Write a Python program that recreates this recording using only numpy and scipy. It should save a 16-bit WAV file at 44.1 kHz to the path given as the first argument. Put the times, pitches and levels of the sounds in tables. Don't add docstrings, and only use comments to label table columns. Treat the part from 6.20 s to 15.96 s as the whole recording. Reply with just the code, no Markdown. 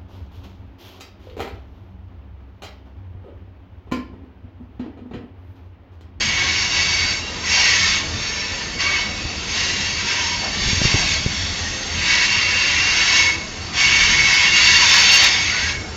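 import sys
import numpy as np
from scipy import signal
from scipy.fft import rfft, irfft, next_fast_len
from scipy.io import wavfile
from scipy.ndimage import uniform_filter1d, map_coordinates

SR = 44100
rng = np.random.default_rng(int(sys.argv[2]) if len(sys.argv) > 2 else 0)


def persist_wave(psi):
    counts = np.round(np.clip(psi, -1, 1) * 32767).astype(np.int16)
    wavfile.write(sys.argv[1], SR, np.atleast_2d(counts).T)


N = 430416

# start in seconds, end in seconds, attack in seconds,
# first level in dB, last level in dB, treble share of the power in dB,
# nominal squeal of the main wheel mode in dB relative to the mean of the two levels.
BITES = [(0, .453, 0.0085, -20.5, -20, -3.5, -7.5), (0.458, .922, 0.11, -16.5, -20.5, -2.5, -8),
         (1.214, 1.738, 0.14, -13.5, -17, -2.5, -9.5), (1.914, 2.424, 0.12, -24.5, -31.5, -3, -13.5),
         (2.585, 2.815, 0.021, -18.5, -20.5, -5.5, -3.5), (3.234, 3.813, 0.15, -18.5, -25.5, -2.5, -19),
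         (3.82, 4.102, .08, -19.5, -22.8, -3.2, -16), (4.306, 4.576, .145, -22, -21, -1.5, -15.5),
         (4.594, 4.94, .054, -18.5, -19.5, -2, -15), (5.681, 6.062, .23, -17.5, -15, -3.9, -12),
         (6.071, 6.912, .05, -18.5, -16, -4, -12.5), (6.904, 7.08, 0.063, -11, -17, -3.5, -3.5),
         (7.52, 8.288, .08, -14, -13.5, -4, -4), (8.27, 9.062, 0.11, -12, -11, -3, -17),
         (9.088, 9.498, .06, -18, -21, -4, -11.5)]
# frequency in Hz, width in Hz, relative level in dB.
WHEEL_MODES = [(979, 31, -7.5), (1090, 36, -10.5), (1587, 26, -8), (1778, 9.7, -4), (1948, 72, -5.5),
               (2210, 33.5, 4), (2599, 33, -1), (2760, 51, 1), (3557, 52, -6.5), (3848, 55, -3.5),
               (4528, 68, 2.5), (5493, 87, -2), (6450, 39, -1)]


def amp(db):
    return 10 ** (np.asarray(db) / 20)


def unit(x):
    return x / np.sqrt(np.mean(np.abs(x) ** 2) + 1e-20)


def along(points, hz):
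    point_hz, point_db = np.transpose(points)
    return amp(np.interp(np.log(hz + 1), np.log(point_hz + 1), point_db))


def curves(rows):
    seconds, *columns = np.transpose(rows)
    return [np.interp(np.arange(N) / SR, seconds, column) for column in columns]


def wobble(rate, size=N):
    knots = rng.standard_normal(int(size * rate / SR) + 4)
    coarse = np.arange(0, size + 32, 32)
    values = map_coordinates(knots, [coarse * rate / SR], mode="mirror")
    return np.interp(np.arange(size), coarse, values)


def filtered(x, response):
    m = next_fast_len(N + SR // 4)
    return irfft(rfft(x, m) * response(np.fft.rfftfreq(m, 1 / SR)), m)[:N]


def rush(spectrum, patchy_db):
    bins = signal.stft(rng.standard_normal(N), nperseg=2048)[2]
    patches = uniform_filter1d(rng.standard_normal(bins.shape), size=2, axis=0)
    patches = uniform_filter1d(patches, size=6, axis=1)
    noise = signal.istft(bins * amp(patchy_db * unit(patches)), nperseg=2048)[1][:N]
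    return unit(filtered(noise, lambda hz: along(spectrum, hz)))


def ringing(modes, swell_db, drift):
    out = np.zeros(N)
    for hz, width, db in modes:
        radius = np.exp(-np.pi * abs(width) / SR)
        poles = [1, -2 * radius * np.cos(2 * np.pi * hz / SR), radius * radius]
        ring = signal.lfilter([1, 0, -1], poles, rng.standard_normal(N))
        read_at = np.arange(N) + np.cumsum(drift * wobble(4))
        ring = np.interp(read_at, np.arange(N), ring)
        out += amp(db + swell_db * wobble(5)) * np.sqrt(abs(width)) * unit(ring)
    return unit(out)


def flange_power():
    # time in seconds, level in dB.
    rub = [(0, -29.5), (3, -29.2), (4.3, -25.5), (5.5, -27), (7.3, -32.5), (9.76, -37.5)]
    rub_treble_db, release_db_per_s = -2, 110
    t = np.arange(N) / SR
    power = amp(curves(rub)[0]) ** 2
    treble = power * amp(rub_treble_db) ** 2
    for start, end, attack, first_db, last_db, treble_db, _ in BITES:
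        level_db = np.interp(t, [start, end], [first_db, last_db])
        level_db = level_db - release_db_per_s * np.clip(t - end, 0, 1)
        bite = (np.clip((t - start) / attack, 0, 1) * amp(level_db)) ** 2
        power = power + bite
        treble = treble + bite * amp(treble_db) ** 2
    return power, treble / power


def grinding(power, treble_share, squeal):
    # frequency in Hz, relative density in dB per Hz.
    friction = [(300, -27.5), (600, -20.5), (850, -15.5), (1050, -12), (1300, -9.5), (1600, -6),
                (1900, 0.5), (2400, -2.5), (3000, -1), (4150, -3.5), (5300, -2.5), (6000, -5.5), (6500, -3),
                (7000, -13), (9000, -13)]
    raw = rush(friction, patchy_db=3.5)
    scrape = unit(raw + amp(-2.5) * ringing(WHEEL_MODES, swell_db=2.0, drift=.002))
    low = filtered(scrape, lambda hz: 1 / (1 + (hz / 3200) ** 8))
    high = scrape - low
    treble_share = np.clip(treble_share, .02, .95)
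    low_part = np.sqrt(1 - treble_share) * unit(low) * amp(-0.88)
    scrape = low_part + np.sqrt(treble_share) * unit(high) * amp(0.25)
    taken = uniform_filter1d(squeal ** 2, size=SR // 8) / power
    judder = amp(0.49 * wobble(22))
    return judder * np.sqrt(power * np.clip(1 - taken, .5, 1)) * scrape


def main_squeals():
    main_hz, at_db, flatter_hz_per_db, glide_hz = 2249, -26, 3.5, -20
    rows = []
    for start, end, attack, first_db, last_db, _, squeal_db in BITES:
        db = (first_db + last_db) / 2 + squeal_db
        hz = main_hz - flatter_hz_per_db * (db - at_db)
        rows.append((start + attack / 2, end, hz, glide_hz, db))
    return rows


def faint_squeals(power):
    count, mean_s, faint_db = 26, .3, -15.5
    detune = .008
    rows = []
    for k, (when, which, length, tune, bend) in enumerate(rng.random((count, 5))):
        start = (k + when) / count * (N - 1) / SR
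        end = start + mean_s * (.5 + length)
        mode_hz, _, mode_db = WHEEL_MODES[int(which * len(WHEEL_MODES))]
        hz = mode_hz * (1 + detune * (2 * tune - 1))
        glide_hz = mode_hz * detune * (2 * bend - 1)
        grind_db = 10 * np.log10(power[int(start * SR):int(end * SR)].mean())
        rows.append((start, end, hz, glide_hz, grind_db + mode_db + faint_db))
    return rows


def squeals(rows):
    attack_s, t60_s = 0.029, 0.5
    out = np.zeros(N + SR)
    for start, end, hz, glide_hz, db in rows:
        held_s = end - start
        n = int(held_s * SR) + SR // 2
        t = np.arange(n) / SR
        ring_out = amp(-60 * np.maximum(t - held_s, 0) / t60_s)
        swell = (1 - np.exp(-t / attack_s)) * ring_out
        slip_hz = np.interp(db, [-30, -16], [30, 10])
        pitch = np.interp(t, [0, held_s], [hz, hz + glide_hz])
        pitch = pitch + slip_hz * wobble(149.3, size=n) + 4 * wobble(12.24, size=n)
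        scatter = 1 + .62 * (wobble(60, size=n) + 1j * wobble(60, size=n))
        tone = unit(np.real(scatter * np.exp(2j * np.pi * np.cumsum(pitch) / SR)))
        out[max(0, round(start * SR)):][:n] += amp(db - 1.9) * swell * tone
    return out[:N]


def rolling():
    # frequency in Hz, relative density in dB per Hz.
    boom_colour = [(15, -29.5), (30, -10), (55, -7.5), (72, -5), (83, 2.5), (100, -6), (150, -13),
                   (205, -9), (260, -16.5), (500, -30.5), (1000, -46.5)]
    # frequency in Hz, relative density in dB per Hz.
    truck_colour = [(100, -27.5), (220, -7.5), (340, 0), (520, -5), (750, -5), (950, -6), (1400, -7),
                    (2500, -16.5), (7000, -17)]
    boom_db, swell_db = -33.5, 3.5
    first_s, every_s, width_s = .04, 1.91, 0.069
    from_swell = (np.arange(N) / SR - first_s + every_s / 2) % every_s - every_s / 2
    level_db = boom_db + swell_db * np.exp(-(from_swell / width_s) ** 2)
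    boom = amp(level_db + 1.3 * wobble(7)) * rush(boom_colour, patchy_db=1.0)
    roar = amp(-34.0 + 0.57 * wobble(7.6)) * rush(truck_colour, patchy_db=3.0)
    return boom + roar


def wind():
    # peak time in seconds, half width in seconds, level in dB.
    gust_rows = [(4.7, 0.47, -29.5), (8.0, .23, -30.5)]
    # frequency in Hz, relative density in dB per Hz.
    buffet_colour = [(12, -14), (40, 5), (120, -2.5), (200, -1), (350, -19), (700, -22), (1500, -49)]
    # start in seconds, peak in dB, nominal frequency in Hz.
    thumps = [(3.052, -18.5, 133), (4.472, -13, 119), (4.53, -13, 190), (4.616, -8.5, 260),
              (4.643, -17, 108), (4.652, -7, 170), (4.742, -7.5, 176), (4.75, -11, 130), (5.062, -8.5, 187)]
    breeze_db = -50
    t = np.arange(N) / SR
    gusts = sum(amp(db) * np.exp(-((t - s) / width) ** 2) for s, width, db in gust_rows)
    level = np.hypot(amp(breeze_db), gusts)
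    out = level * amp(2.2 * wobble(22)) * rush(buffet_colour, patchy_db=2.5)
    t = np.arange(SR // 10) / SR
    for s, db, hz in thumps:
        u = 2 * np.pi * hz * t
        push_pull = u ** 3 * (2 - u / 2) * np.exp(-u)
        flutter = .5 * u * np.sin(2 * u) * np.exp(-u / 2)
        push = push_pull + flutter
        out[round(s * SR):][:len(t)] -= amp(db) * push / np.abs(push).max()
    return out


def dull_swells():
    # start in seconds, length in seconds, level in dB at the top of the hump.
    swell_rows = [(1.286, 0.22, -32), (4.173, 0.17, -30.5), (4.613, 0.34, -33.5), (8.55, 0.81, -33.5)]
    # frequency in Hz, relative density in dB per Hz.
    dull_colour = [(200, -29), (450, -6), (800, 4), (1100, -3), (1600, -10), (4000, -37)]
    level = np.zeros(N)
    for start, length, db in swell_rows:
        n = int(length * SR)
        level[round(start * SR):][:n] += amp(db) * signal.windows.hann(n)
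    return level * rush(dull_colour, patchy_db=1.2)


def chafing():
    # time in seconds, level in dB before a 1 dB lift.
    chafe_level = [(4.95, -59), (5.15, -32.5), (5.3, -31.5), (5.6, -36), (5.8, -53)]
    # frequency in Hz, width in Hz, relative level in dB.
    chafe_modes = [(1750, 140, -5), (2570, 230, -13), (3330, 190, -2.5), (3530, 71, -1), (4350, 85, 0.5),
                   (5390, 57, -4), (5600, 50, 3.5), (6200, 57, -9.5), (7300, 100, -11)]
    level_db, = curves(chafe_level)
    return amp(level_db + 1) * ringing(chafe_modes, swell_db=2.5, drift=.005)


def scene():
    # start in seconds,
    # end in seconds, pitch in Hz, glide in Hz, nominal level in dB.
    single_squeals = [(.52, .945, 4550, 19.5, -26), (.964, 1.116, 3880, -6, -39),
                      (2.0, 2.48, 1757, 17.5, -36.5), (2.59, 2.779, 1118, 95, -32),
                      (2.595, 2.82, 4470, 49.5, -31.5), (3.3, 3.68, 2800, -30, -30),
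                      (3.832, 4.145, 955, 11.5, -33), (4.36, 4.62, 3480, 12.5, -30.5),
                      (5.37, 5.545, 1866, 9, -34), (5.38, 5.635, 6240, -69.5, -36.5),
                      (6.0, 6.795, 2735, 38.5, -24), (6.872, 7.07, 1044, -50, -31),
                      (6.878, 7.056, 2616, 32, -26.5), (7.568, 7.742, 2745, 23.5, -24.5),
                      (8.25, 8.56, 2776, -18.5, -18.5), (8.3, 8.655, 4490, 70.5, -23),
                      (8.4, 9.121, 3600, -22, -24), (8.65, 8.956, 5350, 60.5, -21.5),
                      (8.82, 8.96, 2790, -20, -17.5), (8.86, 8.97, 4500, -25, -16),
                      (9.1, 9.276, 2160, 96, -27), (9.276, 9.373, 1330, 169, -29),
                      (9.375, 9.493, 1577, 63.5, -30.5)]
    power, treble_share = flange_power()
    squeal = squeals(main_squeals() + list(single_squeals) + faint_squeals(power))
    train = grinding(power, treble_share, squeal) + squeal + chafing() + rolling()
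    return (train + dull_swells() + wind())[None]


def record(dry):
    band_hz, clock_hz, top_hz, ceiling = 7560, 16000, 15800, .75
    x = filtered(dry[0], lambda hz: 1 / (1 + (hz / band_hz) ** 160))
    mirror = x * np.cos(2 * np.pi * clock_hz * np.arange(N) / SR)
    mirror_gain = [(8450, -7), (8800, -20.5), (9300, -53), (10000, -100)]  # (Hz, dB)
    x = x + filtered(mirror, lambda hz: along(mirror_gain, hz))
    clipped = np.clip(x, -ceiling, ceiling)
    return filtered(clipped, lambda hz: hz < top_hz)[None]


dry = scene()
out = record(dry)
persist_wave(out)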